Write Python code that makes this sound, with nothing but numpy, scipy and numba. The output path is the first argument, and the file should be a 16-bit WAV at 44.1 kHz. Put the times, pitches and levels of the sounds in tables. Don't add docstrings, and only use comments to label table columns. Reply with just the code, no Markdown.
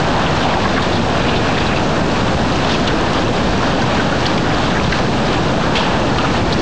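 import sys
import numpy as np
from scipy import signal
from scipy.fft import rfft, irfft, dct
from scipy.io import wavfile
from scipy.ndimage import uniform_filter1d
from numba import njit

SR = 44100
rng = np.random.default_rng(int(sys.argv[2]) if len(sys.argv) > 2 else 0)


def bounce(signal):
    frames = np.transpose(np.atleast_2d(signal))
    limited = np.clip(frames, -1, 1)
    pcm = np.round(limited * 32767).astype(np.int16)
    wavfile.write(sys.argv[1], SR, pcm)


def nominal_scale(level):
    x = np.asarray(level, float) / 20
    return 10 ** x


N = 291809

LAYER_HZ = [
    150,
    900,
    3000,
    6200,
]
# pitch_hz, level_db (per Hz)
WASH_SPECTRUM = [(8.2, -31), (14, -16.5), (27, -4), (166, 1.5), (286, -1), (408, -5), (783, -5.5),
                 (1210, -10.5), (1720, -13), (1880, -16), (2030, -20), (2660, -18), (4000, -21),
                 (6900, -32.5), (8340, -39), (9300, -49), (12100, -84), (20500, -120)]
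# start_s, churn_db, spray_db
CHURN = [(0, 1.5, 2), (.65, 0.5, 1.5), (.9, .5, 0.5), (1.05, 1.5, 2.5), (1.2, 1, 1), (1.699, .5, 1),
         (2.0, -1, -2.5), (2.6, 0, 1.5), (3.15, 1, 1.5), (3.28, 1, 2.5), (3.42, 0, 0.5), (4.2, 0.5, 1),
         (4.7, -1, .5), (5.5, 0, 0.5), (5.74, 0, -1.5), (5.85, 1.5, 1.5), (6.2, -0.5, -1),
         (6.62, -0.5, 0.5)]
# churn_share (dB per dB), spray_share (dB per dB)
LAYER_RESPONSE = [
    (-0.49, -.1),
    (1, -0.24),
    (-0.27, 0.95),
    (-.2, 0.09),
]
# start_s, peak_db, pitch_hz, ring_t60_s
SURGE_GULPS = [(.442, -13, 240, .11), (1.263, -11.5, 225, 0.22), (1.358, -16, 335, 0.17),
               (1.77, -12, 298, .2), (2.935, -10.5, 302, .15), (3.0, -16, 340, 0.19), (3.23, -12, 349, .15),
               (3.923, -13, 222, 0.16), (4.344, -12, 205, .2), (5.0, -13, 500, .1), (5.146, -11, 230, 0.15),
               (5.97, -14, 500, .1), (6.28, -14, 200, .15), (6.4, -14, 200, .15), (5.343, -8.5, 280, 0.12),
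               (5.78, -10, 620, 0.17), (6.585, -11, 318, .2)]
# start_s, peak_db, pitch_hz, ring_t60_s
TIMBER_KNOCKS = [(.074, -14, 1370, .04), (.112, -14, 1530, .04), (.315, -13, 1360, 0.043),
                 (.537, -15, 1860, .03), (.936, -16, 1620, .04), (1.402, -16, 1860, .03),
                 (1.502, -16, 1940, .03), (2.904, -14, 1450, .04), (3.076, -16, 1790, .03),
                 (3.627, -13, 1360, .05), (3.836, -19, 2130, .04), (3.84, -12, 1000, .05),
                 (.159, -14, 990, .05), (.452, -3, 760, .045), (.488, -12, 850, .04), (.553, -11, 900, .05),
                 (.565, -9, 822, 0.09), (.583, -13, 760, 0.11), (.64, -12, 1750, 0.038),
                 (.653, -11, 1630, .08), (.655, -4.5, 1060, 0.051), (0.678, -12, 1820, .03),
                 (0.764, -8, 1730, .04), (0.779, -5, 1110, .04), (1.338, -12, 651, .05),
                 (1.492, -8, 807, .06), (1.574, -12, 1050, .06), (2.649, -10, 700, 0.054),
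                 (2.749, -9, 1014, .06), (3.065, -12, 934, 0.046), (3.184, -13, 675, .05),
                 (3.757, -13, 781, .05), (3.82, -9, 1510, .06), (3.997, -4.5, 1500, 0.05),
                 (4.123, -8, 1430, 0.057), (4.477, -11, 791, .05), (4.769, -9, 700, 0.055),
                 (4.77, -10, 1640, .04), (4.923, -10.5, 1560, .04), (5.54, -11, 624, 0.049),
                 (5.807, -9, 920, .06), (6.184, -9.5, 1200, .08), (6.194, -11, 1350, .05),
                 (6.241, -12, 1280, .05), (6.246, -8.5, 1410, .06), (6.255, -12, 1230, .05),
                 (6.29, -15, 1250, .05)]
# start_s, level_db, centre_hz, length_s
SNAPS = [(.82, -25, 3600, 0.0094), (.962, -26, 3580, 0.0093), (1.212, -27, 3540, .01),
         (1.578, -24.5, 3600, .01), (1.664, -24.5, 3700, .009), (2.875, -19.5, 3070, 0.011),
         (2.877, -24, 4130, 0.0043), (1.762, -28, 4130, 0.013), (4.0, -29, 2580, 0.0054),
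         (4.255, -20, 3200, 0.0036), (4.263, -19.5, 4300, 0.005), (4.377, -19.5, 2500, .004),
         (4.54, -29, 4470, 0.0073), (4.647, -25, 3320, 0.0047), (4.924, -23, 2650, 0.005),
         (6.1845, -20, 3500, 0.001), (6.1845, -15.5, 2700, 0.004), (6.525, -18.5, 4000, .006),
         (6.532, -27, 4900, .009), (5.7535, -15.5, 2750, 0.002), (5.764, -24, 3200, 0.01),
         (6.208, -22, 2800, .003), (6.214, -25, 2600, .003), (4.924, -23, 3750, .004),
         (4.924, -27, 2500, .004), (4.919, -30, 5000, .003), (4.377, -26, 4500, .003),
         (4.378, -28, 3500, .003), (.952, -27, 4130, .005), (.395, -31, 4650, .004),
         (2.873, -27, 3270, .004), (4.264, -25, 3000, .005), (6.589, -30.5, 4500, 0.012)]
# start_s, level_db, centre_hz, length_s
SPLINTERS = [(.405, -29, 3100, 0.044), (.535, -20, 1490, .01), (.774, -19, 1450, 0.014),
             (.787, -27, 1700, 0.0086), (1.6, -28, 3790, .008), (2.72, -27.5, 4130, .01),
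             (4.44, -27, 1550, .04), (4.5, -28, 1500, .04), (.17, -24, 950, .05), (4.715, -25, 1500, .012),
             (4.75, -25, 1600, .02), (4.94, -26, 1500, 0.018), (.924, -28, 3560, 0.032),
             (1.282, -21, 2900, 0.016), (1.332, -26, 2830, .013), (1.359, -25, 3400, .023),
             (1.488, -28.5, 2570, 0.018), (1.541, -30, 3030, 0.028), (1.613, -28, 3020, .014),
             (1.57, -22, 1750, 0.016), (1.71, -25, 1730, 0.018), (2.693, -25.5, 3300, 0.023),
             (2.694, -25, 1660, 0.036), (2.717, -28, 3260, 0.034), (2.876, -23, 1570, 0.029),
             (2.7, -34.5, 4800, 0.069), (3.816, -27.5, 4800, .008), (4.699, -29.5, 1590, 0.091),
             (4.923, -18.5, 1850, 0.008), (5.754, -18, 2980, 0.025), (5.76, -27, 4200, .022),
             (5.755, -19, 2650, .02), (5.787, -21.5, 3030, 0.025), (5.82, -24.5, 3050, .03),
             (5.79, -33, 4500, 0.042), (2.69, -28, 3900, .06), (.43, -24, 840, 0.19), (.05, -26, 900, 0.18),
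             (4.84, -28, 3300, .03), (6.245, -26, 2690, 0.025)]
# start_s, level_db, centre_hz, length_s
SCRAPES = [
    (1.2, -33.5, 2550, 0.51),
    (1.71, -27, 2550, 0.019),
    (4.785, -30, 2430, 0.014),
    (4.812, -31, 2650, .012),
    (1.758, -26.5, 2630, 0.015),
    (2.735, -28, 2600, 0.02),
    (6.017, -29, 2730, .009),
]
# start_s, level_db, centre_hz, length_s
TICKS = [(.822, -33, 5900, 0.0054), (2.873, -33, 5530, 0.01), (4.922, -28, 3500, .005),
         (3.133, -28, 5000, .002), (4.003, -32, 6000, 0.0017), (4.263, -35, 6500, .007),
         (4.377, -32, 4000, 0.0043), (.236, -34.5, 5860, .003), (1.22, -38.5, 6900, .003),
         (2.133, -40, 7700, .003), (2.874, -34.5, 7000, .003), (3.333, -37.5, 7000, .004),
         (5.7535, -35, 6000, 0.002), (5.756, -35, 6600, 0.022), (5.999, -32, 6000, .001),
         (6.527, -34, 6500, .01)]


def wash(curves, flicker_db=0.5, shared_db=-1.2):
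    f = np.fft.rfftfreq(N, 1 / SR)
    roar = rfft(rng.standard_normal(N)) * nominal_scale(wash_density_db(f))
    octave = np.log2(np.maximum(f, 1) / 25)
    flutter = walk(15)
    out = 0
    for k in np.arange(-2, 9, .5):
        hz = 25 * 2 ** k
        part = irfft(roar * np.clip(1 - abs(octave - k) / .5, 0, 1), N)
        flutter_share = min((hz / 1100) ** 2, 1, 3200 / hz)
        flutter_db = flutter_share * (shared_db * flutter + flicker_db * walk(9))
        out = out + part * nominal_scale(surge_db(hz, curves) + flutter_db)
    return out


def wash_density_db(hz):
    f, db = np.transpose(WASH_SPECTRUM)
    return np.interp(np.log(np.maximum(hz, 1)), np.log(f), db)


def surge_db(hz, curves):
    place = np.interp(np.log(hz), np.log(LAYER_HZ), np.arange(4))
    return sum(max(1 - abs(place - k), 0) * (c - c.mean()) for k, c in enumerate(curves))


def walk(rate):
    hold = int(SR / rate)
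    steps = np.repeat(rng.standard_normal(N // hold + 1), hold)
    return 1.68 * uniform_filter1d(uniform_filter1d(steps, hold), hold)[:N]


def near_bubbles(swell_db, count, lo_hz, hi_hz, cycles, spread_db):
    when, pitch, life, big, sign = rng.random((count, 5)).T
    hz = lo_hz * (hi_hz / lo_hz) ** pitch
    size_db = wash_density_db(hz) + 10 * np.log10(hz) - spread_db * np.log(1 - big * 199 / 200)
    size = np.sign(sign - .5) * nominal_scale(size_db)
    start = (when * N).astype(np.int64)
    rings = ring_bubbles(start, hz, cycles * (1 + 2 * life), size, 0.37, N)
    return rings * nominal_scale(swell_db - swell_db.mean())


@njit
def ring_bubbles(start, hz, cycles, size, glide, n):
    out = np.zeros(n)
    for k in range(len(start)):
        length = int(cycles[k] * SR / hz[k])
        phase, fade, a = 0., np.exp(-5. / length), size[k]
        for i in range(min(length, n - start[k])):
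            phase += 2 * np.pi * hz[k] * (1 + glide * i / length) / SR
            out[start[k] + i] += a * np.sin(phase)
            a *= fade
    return out


def knocks(blows, soft_s):
    rise_per_s = 1.1
    out, t = np.zeros(N + SR), np.arange(SR // 4) / SR
    for start_s, db, hz, t60 in blows:
        ring = 0
        for ratio, gain in ((1, 1), (1.2, 0.41), (0.64, 0.31)):
            cycles = hz * ratio * t * (1 + rise_per_s * t)
            ring = ring + gain * np.sin(2 * np.pi * (cycles + rng.random()))
        onset = 1 - np.exp(-t / soft_s)
        first = int(start_s * SR)
        out[first:first + len(t)] += nominal_scale(db - 2.0 - 60 * t / t60) * onset * ring
    return out[:N]


def cracks(breaks, share):
    tail_s, tail_per_length, longest_tail_s = 0.012, 2.4, 0.15
    out, t = np.zeros(N + SR), np.arange(SR * 3 // 4) / SR
    for start_s, db, hz, hold in breaks:
        grit = rng.standard_normal(len(t)) * nominal_scale(3.04 * rng.standard_normal(len(t)))
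        grit[0] = 14 / (1 + hold / .005)
        t60 = min(tail_s + tail_per_length * hold, longest_tail_s)
        shape = nominal_scale(-60 * np.maximum(t - hold, 0) / t60)
        body = band(band(grit * shape, hz, share * hz), hz, 1.4 * share * hz)
        first = int(start_s * SR)
        out[first:first + len(t)] += nominal_scale(db) * body / np.sqrt(share * hz / SR * 2)
    return signal.lfilter(*signal.butter(2, 7500., fs=SR), out[:N])


def band(x, hz, width):
    return signal.lfilter(*signal.iirpeak(min(hz, .4 * SR), hz / width, fs=SR), x)


def level(x, db):
    return x * nominal_scale(db) / np.sqrt(np.mean(x ** 2))


def scene():
    start_s, churn, spray = np.transpose(CHURN)
    t = np.arange(N) / SR
    curves = [np.interp(t, start_s, a * churn + b * spray) for a, b in LAYER_RESPONSE]
    slosh = near_bubbles(curves[1], count=3000, lo_hz=400, hi_hz=2000, cycles=9.0, spread_db=4.5)
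    fizz = near_bubbles(curves[2], count=9000, lo_hz=2000, hi_hz=6500, cycles=7.0, spread_db=4.0)
    water = level(wash(curves), -14.5) + level(slosh, -30.0) + level(fizz, -32.5)
    water = water + knocks(SURGE_GULPS, soft_s=0.0037)
    timber = knocks(TIMBER_KNOCKS, soft_s=0.0011)
    breakage = cracks(SNAPS, 0.29) + cracks(SPLINTERS, 0.43)
    breakage = breakage + cracks(SCRAPES, 0.14) + cracks(TICKS, 0.6)
    return (water + timber + breakage)[None]


@njit
def limit(x, top, ratio, attack, release):
    y, e = np.empty(len(x)), top
    for i in range(len(x)):
        e += (abs(x[i]) - e) * (attack if abs(x[i]) > e else release)
        y[i] = x[i] * min(1., (top / e) ** (1 - 1 / ratio))
    return y


def starve(x, from_hz, step_db, scatter_db, size=2048, lead=1732):
    window = np.sin(np.pi * (np.arange(2 * size) + .5) / (2 * size))
    blocks = np.pad(x, (size + lead, 2 * size - (N + lead) % size)).reshape(-1, size)
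    a, b, c, d = np.split(np.hstack([blocks[:-1], blocks[1:]]) * window, 4, axis=1)
    lines = dct(np.hstack([-c[:, ::-1] - d, a - b[:, ::-1]]), type=4, norm="ortho")
    top = int(from_hz / SR * 2 * size)
    scatter = scatter_db * rng.standard_normal((len(lines), 1))
    step = nominal_scale(step_db + scatter - np.arange(size - top) / 20)
    lines[:, top:] = step * np.trunc(lines[:, top:] / step + .45 * np.sign(lines[:, top:]))
    u, v = np.split(dct(lines, type=4, norm="ortho"), 2, axis=1)
    frames = np.hstack([v, -v[:, ::-1], -u[:, ::-1], -u]) * window
    return (frames[:-1, size:] + frames[1:, :size]).ravel()[lead:lead + N]


def roll_off(x):
    return signal.sosfilt(signal.butter(12, 9450, fs=SR, output="sos"), x)


def record(dry):
    x = limit(dry[0], .2, 2.58, 0.019, 0.00064)
    x = 1.291 * np.tanh(1.199 * x) / 1.207
    x = signal.sosfilt(signal.butter(4, 8600., fs=SR, output="sos"), x)
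    x = signal.sosfilt(signal.ellip(10, .2, 80, 9600, fs=SR, output="sos"), x)
    x = starve(x, from_hz=8000, step_db=-32.5, scatter_db=0.9)
    converter_offset = -.052
    return roll_off(x[None] + converter_offset)


dry = scene()
out = record(dry)
bounce(out)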